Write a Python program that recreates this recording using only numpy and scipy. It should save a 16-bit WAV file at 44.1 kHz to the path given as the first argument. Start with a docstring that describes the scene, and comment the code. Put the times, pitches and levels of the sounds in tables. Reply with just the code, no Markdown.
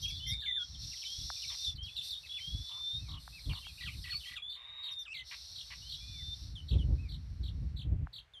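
"""Weaver bird colony in a tree

A colony sings around its hanging nests: pulses and noise through two resonances give long wheezes.
Gliding tones give thin whistles, falling slurs, stuttered pips and warbled chirps; noise gives dry rasps.
Leaves scatter the birds with a decaying tail, wind buffets the microphone as shaped noise,
and a few soft ticks, which are filtered impulses, sound close to it."""
import sys
import numpy as np
from scipy import signal
from scipy.fft import rfft, irfft
from scipy.io import wavfile
from scipy.ndimage import uniform_filter1d

SR = 44100
rng = np.random.default_rng(int(sys.argv[2]) if len(sys.argv) > 2 else 0)


def inscribe(sig):
    """Save sig as 16-bit PCM at rate SR to the path in sys.argv[1].

    A 1-D sig is mono; a 2-D sig holds one channel per row.
    Samples are clipped to [-1, 1] before scaling.
    """
    pcm = np.round(np.clip(np.atleast_2d(sig).T, -1, 1) * 32767)
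    wavfile.write(sys.argv[1], SR, pcm.astype(np.int16))


N = 370440
TIME = np.arange(N) / SR   # t/s
BINS = np.fft.rfftfreq(N, 1 / SR)   # f/Hz

# All levels are relative, before any gain shared by a source.
# Wheezes: [start t/s, end t/s, lower resonance level/dB, upper resonance level/dB,
#           overtones re lower resonance level/dB, swell/(dB per s)]
WHEEZES = [(-.06, 0.456, -47.5, -51, -7, -31), (0.566, 0.997, -56, -54.5, -11, -6),
           (0.765, 1.771, -49.5, -49, -5.5, 4), (1.796, 2.46, -59.5, -66.5, -2, 6.5),
           (1.995, 2.174, -42.5, -57, -2, 1), (2.35, 3.215, -51.5, -55, -4.5, -8.5),
           (3.154, 4.41, -56.5, -71, 1, 3), (5.223, 6.575, -50.5, -55.5, -6.5, -4),
           (6.447, 7.82, -66, -71.5, -3.5, -6)]
# Throat resonances, the lower one with its overtones: [f/Hz, level/dB]
LOWER_COLOUR = [(2700, -24), (3100, -22.5), (3550, -11.5), (3850, -7.5), (4300, -4.5), (4900, -10.5),
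                (7300, -28.5), (8600, -17.5), (10000, -24), (11600, -19), (14000, -34)]
UPPER_COLOUR = [(4950, -9.5), (5450, 1.5), (5750, -0.5), (6500, -21.5)]
# Narrow ringing peaks of the wheeze: [f/Hz]
RINGING_HZ = [3650, 4236, 5407]
WHEEZE_ATTACK_S, WHEEZE_RELEASE_S = 0.071, 0.14

# Drawn-out whistles: [start t/s, end t/s, first f/Hz, held f/Hz, closing bend f/Hz,
#                      first level/dB, held level/dB, closing level/dB, flutter depth/1]
WHISTLES = [ (0.021, 0.343, 3187, 3600, 7, -43, -49.5, -49.5, 0.56),
            (0.194, 0.322, 2940, 3460, 76, -49, -43, -44, 0.2),
            (0.289, 0.598, 3690, 3560, 8, -39, -50.5, -38.5, 0.77),
            (0.454, 0.639, 3582, 3470, -280, -40.5, -49, -38.5, 0.3),
            (1.047, 1.724, 3000, 3650, -220, -47.5, -57.5, -39, 0),
            (1.776, 2.198, 3015, 3692, 83, -50, -53.5, -44.5, 0.3),
            (2.286, 2.386, 3310, 3884, -160, -50.5, -36, -39.5, 0),
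            (2.396, 2.992, 3028, 3585, 189, -47, -49.5, -38.5, 0.15),
            (4.1, 4.189, 4285, 4210, 377, -39.5, -38, -40.5, 0.1),
            (4.417, 4.937, 3353, 3798, -85, -43, -54, -48, 0.54),
            (4.909, 5.039, 3693, 3653, -130, -42.5, -44, -45.5, 0),
            (5.815, 6.357, 2860, 3606, 14, -59, -55.5, -46.5, 0.05)]
GLIDE_S, SETTLE_S = .15, 0.11   # settling times of pitch and level after the start
SWELL_S, BEND_S = 0.15, .045   # time scales of the closing swell and bend
FLUTTER_HZ = 138.4   # mean beat between the two sides of the syrinx

# Falling slurs: [start t/s, length t/s, first f/Hz, landing f/Hz, level/dB]
SLURS = [(.421, 0.0327, 1870, 1585, -57), (.461, 0.056, 2350, 1980, -46), (0.561, 0.076, 1990, 1433, -58.5),
         (1.049, 0.035, 4020, 3370, -47), (1.477, 0.032, 4500, 3380, -44),
         (1.644, 0.038, 4150, 3360, -39.5), (1.966, 0.036, 4150, 3430, -41),
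         (2.107, 0.038, 4600, 3320, -41), (3.169, 0.02, 3250, 2670, -54.5), (3.493, 0.031, 3600, 2560, -48),
         (3.669, 0.045, 3400, 2380, -58.5), (3.875, .024, 3560, 1680, -45.5),
         (4.039, .03, 3330, 2370, -52.5), (4.365, .02, 3890, 3040, -44.5), (5.13, 0.1, 2830, 2042, -49),
         (6.554, 0.053, 3740, 2960, -51), (6.783, 0.05, 3710, 2930, -54), (8.336, 0.056, 3750, 3120, -56.5)]
FALL_S = .014   # time constant of a falling pitch
# Stuttered phrases that end in a dive: [dive t/s, pips before it/1, level/dB]
STUTTERS = [(3.857, 2, -48), (4.116, 3, -47.5), (4.357, 4, -49), (5.052, 0, -54)]
DIVE_S = 0.035   # length of a steep dive
# Warbled chirps: [start t/s, level/dB]
CHIRPS = [(.395, -47.5), (1.954, -48), (2.254, -53), (2.655, -50), (3.079, -50), (3.52, -48.5),
          (3.798, -50), (4.49, -49.5), (4.827, -47), (5.136, -46), (5.548, -47), (5.885, -44),
          (6.677, -48.5), (7.082, -52), (7.426, -53), (7.759, -51.5), (8.125, -49)]

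# Thin, high arched notes: [start t/s, length t/s, top f/Hz, level/dB]
ARCHES = [(.012, 0.056, 6050, -55.5), (.078, .036, 5940, -48.5), (.263, 0.08, 5700, -50.5),
          (4.905, 0.037, 5790, -60), (4.987, 0.054, 6010, -63)]
ARCH_FALL = 0.35   # share of its top pitch that an arched note loses by its end
# Short, nearly level notes that sag and lift: [start t/s, length t/s, lowest f/Hz, level/dB]
DIPS = [(.262, 0.081, 2073, -48.5), (3.612, 0.076, 3130, -54.5), (4.205, .083, 3055, -50),
        (5.076, .058, 2577, -47)]
DIP_RISE = 0.094   # share by which they end above their lowest pitch
# Soft, low peeps from farther off: [start t/s, length t/s, top f/Hz, level/dB]
PEEPS = [(2.99, 0.097, 2620, -68.5), (3.324, 0.071, 2650, -59.5), (6.005, .22, 2470, -65),
         (6.706, .06, 2700, -66.5), (6.98, 0.11, 2570, -66.5)]
ROUGH_HZ = 3900   # turning pitch at which a curved note has its stated jitter

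# Dry rasps: [start t/s, length t/s, low resonance level/dB, high resonance level/dB]
RASPS = [(1.497, 0.057, -64, -58.5), (2.693, 0.12, -65, -73), (3.081, 0.1, -63.5, -74),
         (3.493, 0.1, -62.5, -69), (4.558, .376, -69, -62.5), (5.31, 0.042, -65, -48.5),
         (5.702, 0.041, -65.5, -50)]
# Spectra of the two rasp resonances: [f/Hz, level/dB]
RASP_LOW = [(800, -7), (1120, 4), (1500, -19)]
RASP_HIGH = [(1700, -9), (2100, 3), (3700, -13)]
# Bouts of chatter from the rest of the flock: [start t/s, end t/s, call rate/(1/s), mean level/dB]
CHATTER = [(0, .17, 37.4, -52.5), (0.737, 2.4, 14, -53.5), (3.381, 4.3, 19, -56.5)]
# Soft ticks near the microphone: [start t/s, peak level/dB]
TICKS = [(1.302, -28.5), (3.278, -37), (3.534, -39.5), (3.668, -42.5), (8.071, -37)]

# Steady breeze on the microphone: [t/s, level/dB]
BREEZE = [(0, -64), (2.9, -67), (3.1, -52), (4.9, -75.5), (6.1, -52), (7, -43), (7.9, -45.5), (8.3, -74)]
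BREEZE_DB = 4   # gain on the breeze alone
# Separate puffs of wind: [start t/s, length t/s, level/dB]
PUFFS = [(0, 0.43, -47), (0.683, 0.23, -48.5), (1.175, 0.17, -44), (1.653, 0.27, -45), (2.47, .19, -39.5),
         (2.929, .3, -45.5), (3.447, 0.14, -38), (3.794, .45, -50), (6.697, 0.33, -32), (7.569, .16, -39),
         (7.844, 0.24, -32.5)]
PUFF_ATTACK_S, PUFF_RELEASE_S = 0.015, 0.07
# Spectra of large and of small eddies: [f/Hz, level/dB]
WIND_COLOUR = [(22, -16.5), (59, 8), (85, 2), (155, -8), (230, -25.5), (290, -21.5), (370, -45)]
EDDY_COLOUR = [(150, -2.5), (550, -21.5), (1500, -48.5)]
# Spectrum of distant outdoor air: [f/Hz, level/dB]
AIR_COLOUR = [(60, 11.5), (200, -55), (310, -14.5), (480, -11.5), (2200, -11), (14000, -39)]
AIR_DB = -70
CUTOFF_HZ = 14300


def from_db(db):
    """Logarithmic level: 20 dB is a factor of ten in amplitude."""
    return 10 ** (np.asarray(db) / 20)


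def rms_one(x):
    """Normalisation to unit root-mean-square amplitude."""
    return x / np.sqrt(np.mean(x ** 2))


def in_time(rows):
    """Linear interpolation of a curve's columns at every sample."""
    s, *columns = np.transpose(rows)
    return [np.interp(TIME, s, c) for c in columns]


def noise(colour, pulses=0):
    """Spectral shaping: white noise plus any pulses, cut steeply beyond the ends, at unit rms."""
    hz, db = np.transpose(colour)
    f = np.maximum(BINS, 1)
    gain = from_db(np.interp(np.log(f), np.log(hz), db))
    skirts = np.minimum(1, np.minimum(f / hz[0], hz[-1] / f)) ** 4
    white = rng.standard_normal(N)
    return rms_one(irfft(rfft(white + pulses) * gain * skirts, N))


def wander(t, rate):
    """Band-limited random motion: lines between Gaussian knots, `rate` knots a second."""
    knots = rng.standard_normal(SR // 2)
    return np.interp(t * rate, np.arange(len(knots)), knots)


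def span(length):
    """Time base: seconds and progress 0-1 through a note of at least 10 ms."""
    t = np.arange(int(max(length, .01) * SR)) / SR
    return t, t / t[-1]


def gate(t, attack, release):
    """Sine-squared envelope: smooth opening and closing of a note."""
    nearest_end = np.minimum(t / attack, (t[-1] - t) / release)
    return np.sin(np.pi / 2 * np.clip(nearest_end, 0, 1)) ** 2


def add(track, start, sound):
    """Superposition: mix a sound into a track, cut at the track's ends."""
    i = int(min(start * SR, N - 1))
    sound, i = sound[max(-i, 0):], max(i, 0)
    track[i:i + len(sound)] += sound[:N - i]


def syrinx(t, hz, jitter, second_db=-26, third_db=-26):
    """Frequency modulation: a tone of unsteady pitch; irregular closures smear its two weak overtones."""
    phase = 2 * np.pi * np.cumsum(hz * (1 + jitter * wander(t, rate=1000))) / SR
    smeared = phase + 25 * jitter * wander(t, rate=1500)
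    second = from_db(second_db) * np.sin(2 * smeared)
    third = from_db(third_db) * np.sin(3 * smeared)
    return np.sqrt(2) * (np.sin(phase) + second + third)


def falling_note(length, from_hz, to_hz, jitter=0.02):
    """Exponential relaxation: pitch drops fast and levels out; the longer the note, the cleaner."""
    t, _ = span(length)
    hz = to_hz + (from_hz - to_hz) * np.exp(-t / FALL_S)
    return gate(t, attack=0.00087, release=0.0033) * syrinx(t, hz, jitter * DIVE_S / length)


def wheeze(width_hz=50, ring_db=2, overtones_hz=6800, buzz_hz=234):
    """Source and filter: rapid syrinx snaps and rushing air pass two throat resonances; narrow peaks ring."""
    lower, upper, overtones = np.zeros((3, N))
    for start, end, lower_db, upper_db, overtones_db, swell_db_per_s in WHEEZES:
        t, _ = span(end - start)
        effort = gate(t, WHEEZE_ATTACK_S, WHEEZE_RELEASE_S) * from_db(swell_db_per_s * t)
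        # overlapping wheezes add as power
        for power, db in (lower, lower_db), (upper, upper_db), (overtones, lower_db + overtones_db):
            add(power, start, (from_db(db) * effort) ** 2)
    cycles = np.cumsum(buzz_hz * (1 + .03 * wander(TIME, rate=120))) // SR
    uneven = from_db(2 * rng.standard_normal(N))
    snaps = .5 * rms_one(np.diff(cycles, prepend=0) * uneven)   # one pulse a cycle
    buzz = noise(LOWER_COLOUR, snaps)
    highpass = signal.butter(6, overtones_hz, "high", fs=SR, output="sos")
    top = signal.sosfiltfilt(highpass, buzz)
    voice = np.sqrt(lower) * (buzz - top) + np.sqrt(overtones) * top
    voice = voice + np.sqrt(upper) * noise(UPPER_COLOUR, snaps)
    rings = sum(signal.lfilter(*signal.iirpeak(hz, hz / width_hz, fs=SR), voice) for hz in RINGING_HZ)
    return from_db(-3.5) * (voice + from_db(ring_db) * rings)


def whistles():
    """Relaxation and beating: pitch glides and holds, then bends in a close; two syrinx sides flutter."""
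    out = np.zeros(N)
    for start, end, first_hz, held_hz, bend_hz, first_db, held_db, closing_db, flutter in WHISTLES:
        t, u = span(end - start)
        left = t[-1] - t
        hz = held_hz + (first_hz - held_hz) * np.exp(-t / GLIDE_S) + bend_hz * np.exp(-left / BEND_S)
        db = held_db + (first_db - held_db) * np.exp(-(t / SETTLE_S) ** 2)
        db = db + (closing_db - db) * u * np.exp(-(left / SWELL_S) ** 4)
        db = db + 1.46 * wander(t, rate=70)
        beat = np.sin(2 * np.pi * np.cumsum(FLUTTER_HZ + 30 * wander(t, rate=58)) / SR)
        level = from_db(db) * gate(t, attack=0.012, release=0.019)
        level = level * (1 + flutter * np.sin(np.pi * u) * beat)   # flutter is deepest mid-note
        add(out, start, level * syrinx(t, hz, jitter=0.008, second_db=-38, third_db=-36))
    return out


def slurs():
    """Exponential pitch relaxation in single falling notes."""
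    out = np.zeros(N)
    for start, length, first_hz, landing_hz, db in SLURS:
        add(out, start, from_db(db) * falling_note(length, first_hz, landing_hz))
    return out


def stutters(note_hz=1950, notes_per_s=39, growth_db=2.0, flick_s=.013,
             top_hz=3850, low_hz=2150, undertone_db=-13):
    """Pitch flicks and octave division: growing low pips, parted by flicks, lead into a steep dive."""
    out = np.zeros(N)
    t, _ = span(1 / notes_per_s)
    flick_t, u = span(flick_s)
    depth = np.sin(np.pi * u)
    for dive_s, count, db in STUTTERS:
        for k in range(int(round(count))):   # k counts back from the dive
            end = dive_s - k / notes_per_s
            gain = from_db(db - growth_db * k)
            pip = syrinx(t, note_hz, jitter=0.036, second_db=-5.5)
            add(out, end - t[-1], gain * gate(t, attack=0.0056, release=0.017) * pip)
            if k:
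                hz = top_hz + (low_hz - top_hz) * depth ** 2   # down and up
                flick = syrinx(flick_t, hz, jitter=0.015)
                octave_below = syrinx(flick_t, hz / 2, jitter=.012)
                flick = flick + from_db(undertone_db) * depth * octave_below
                add(out, end - flick_s, gain * np.sqrt(np.abs(depth)) * flick)
        dive = falling_note(DIVE_S, top_hz, low_hz)
        octave_below = falling_note(DIVE_S, top_hz / 2, low_hz / 2)
        add(out, dive_s, from_db(db) * (dive + from_db(undertone_db) * octave_below))
    return out


def chirps(top_hz=4700, sag_hz=420, first_drop_hz=600, last_drop_hz=1550, warble_hz=43):
    """Sawtooth-like frequency modulation: four deepening slides, doubled lower by the other syrinx half."""
    out = np.zeros(N)
    for start, db in CHIRPS:
        quick, high, apart = rng.uniform(-1, 1, 3)
        t, u = span(3.9 / (warble_hz * (1 + .05 * quick)))
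        slide = np.interp(3.9 * u % 1, [0, .75, 1], [0, 1, 0])   # slow down, quick back up
        drop = first_drop_hz + (last_drop_hz - first_drop_hz) * u
        hz = top_hz * (1 + .02 * high + .02 * wander(t, rate=150))
        hz = hz - sag_hz * u - drop * slide * (1 + .2 * apart)
        upper = syrinx(t, hz, jitter=.014)
        lower = syrinx(t, (.86 + .03 * apart) * hz, jitter=.014)
        level = from_db(db) * gate(t, attack=.012, release=.028) * (.5 + slide / 2)
        add(out, start, level * (upper + from_db(-8) * lower))
    return out


def curved_notes(rows, bend, jitter, second_db):
    """Parabolic pitch: turns a third of the way in, ends off by the share `bend`; high notes are rougher."""
    out = np.zeros(N)
    for start, length, turn_hz, db in rows:
        t, u = span(length)
        hz = turn_hz * (1 + bend * ((3 * u - 1) / 2) ** 2)
        hz = hz * (1 + 0.0102 * wander(t, rate=42.8))
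        voice = syrinx(t, hz, jitter * turn_hz / ROUGH_HZ, second_db)
        voice = voice * from_db(2.5 * wander(t, rate=40))
        add(out, start, from_db(db) * gate(t, attack=0.0047, release=0.00068) * voice)
    return out


def rasps(rattle_hz=140, depth=0.17):
    """Amplitude modulation: noise in two resonances, balanced anew each time, rattles without a tone."""
    low, high = np.zeros((2, N))
    for start, length, low_db, high_db in RASPS:
        t, _ = span(length)
        rattle = np.sin(2 * np.pi * rattle_hz * t + wander(t, rate=60))
        level = gate(t, attack=.003, release=.003) * (1 + depth * rattle)
        add(low, start, from_db(low_db) * level)
        add(high, start, from_db(high_db) * level)
    return low * noise(RASP_LOW) + high * noise(RASP_HIGH)


def chatter(top_hz=4000, length=.042, bend=0.1183):
    """Random superposition: other birds throw in harsh, kinked scraps of song at uneven moments."""
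    out = np.zeros(N)
    for start, end, per_s, db in CHATTER:
        for s in np.arange(start, end, 1 / per_s):
            late, high, long, loud = rng.uniform(-1, 1, 4)
            t, u = span(length * 2 ** (long / 2))
            octaves = 0.52 * (high - u) + bend * wander(t, rate=150)
            voice = syrinx(t, top_hz * 2 ** octaves, jitter=.025)
            level = from_db(db + 4 * loud) * gate(t, attack=.008, release=.014)
            add(out, s + late / per_s / 2, level * voice)
    return out


def leaves(x, t60):
    """Diffuse scattering: countless small reflections in the crown decay by 60 dB in `t60` seconds."""
    t, _ = span(2 * t60)
    tail = rng.standard_normal(len(t)) * from_db(-60 * t / t60)
    return signal.fftconvolve(x, tail / np.linalg.norm(tail))[:N]


def diffuse_treble(birds, above_hz=6300, side_db=-8):
    """Diffuse field: a hiss without direction follows the short-time level of the birds' treble."""
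    highpass = signal.butter(10, above_hz, "high", fs=SR, output="sos")
    treble = signal.sosfilt(highpass, birds)
    level = np.sqrt(np.abs(uniform_filter1d(treble ** 2, size=300)))
    return from_db(side_db) * level * noise([(above_hz, 0), (12000, -4)])


def ticks(low_hz=700, high_hz=1700):
    """Impulse response of a broad band-pass: dull clicks with little ring."""
    clicks = np.zeros(N)
    bandpass = signal.butter(4, [low_hz, high_hz], "band", fs=SR, output="sos")
    shape = signal.sosfilt(bandpass, signal.unit_impulse(SR // 20))
    for start, db in TICKS:
        add(clicks, start, from_db(db) * shape / np.abs(shape).max())
    return clicks


def wind(turbulence_db=4.0, lowest_hz=40):
    """Turbulence: eddies swell with breeze and puffs; hard gusts shed smaller, higher-pitched ones."""
    breeze_db, = in_time(BREEZE)
    force = from_db(breeze_db + BREEZE_DB)
    for start, length, db in PUFFS:
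        t, _ = span(length)
        add(force, start, from_db(db) * gate(t, PUFF_ATTACK_S, PUFF_RELEASE_S))
    force = force * from_db(-1.0 + turbulence_db * wander(TIME, rate=40))
    large = noise(WIND_COLOUR)
    large = large / np.sqrt(uniform_filter1d(large ** 2, size=2600))   # even out its own level
    small = noise(EDDY_COLOUR)
    eddies = force * large + force ** 1.665 * small   # small eddies grow faster with force
    highpass = signal.butter(3, lowest_hz, "high", fs=SR, output="sos")
    return signal.sosfilt(highpass, eddies)


def air():
    """Stationary random noise: the steady, shaped murmur of distant outdoor air."""
    return from_db(AIR_DB) * noise(AIR_COLOUR)


def scene():
    """Mid-side superposition: birds straight ahead; only their highest, scattered sound has width."""
    arches = curved_notes(ARCHES, -ARCH_FALL, jitter=0.0225, second_db=-11.0)
    dips = curved_notes(DIPS, DIP_RISE, jitter=0.029, second_db=-17.5)
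    peeps = curved_notes(PEEPS, bend=-0.2, jitter=0.014, second_db=-13)
    birds = wheeze() + whistles() + slurs() + stutters() + chirps()
    birds = birds + arches + dips + peeps + rasps() + chatter()
    scattered = from_db(-4.5) * leaves(birds, t60=0.14)
    mid = birds + scattered + ticks() + wind() + air()
    side = diffuse_treble(birds)
    return np.array([mid + side, mid - side])


def record(dry):
    """Band limitation: an elliptic low-pass cuts the top steeply."""
    lowpass = signal.ellip(10, .2, 80, CUTOFF_HZ, fs=SR, output="sos")
    return signal.sosfilt(lowpass, dry)


dry = scene()
out = record(dry)
inscribe(out)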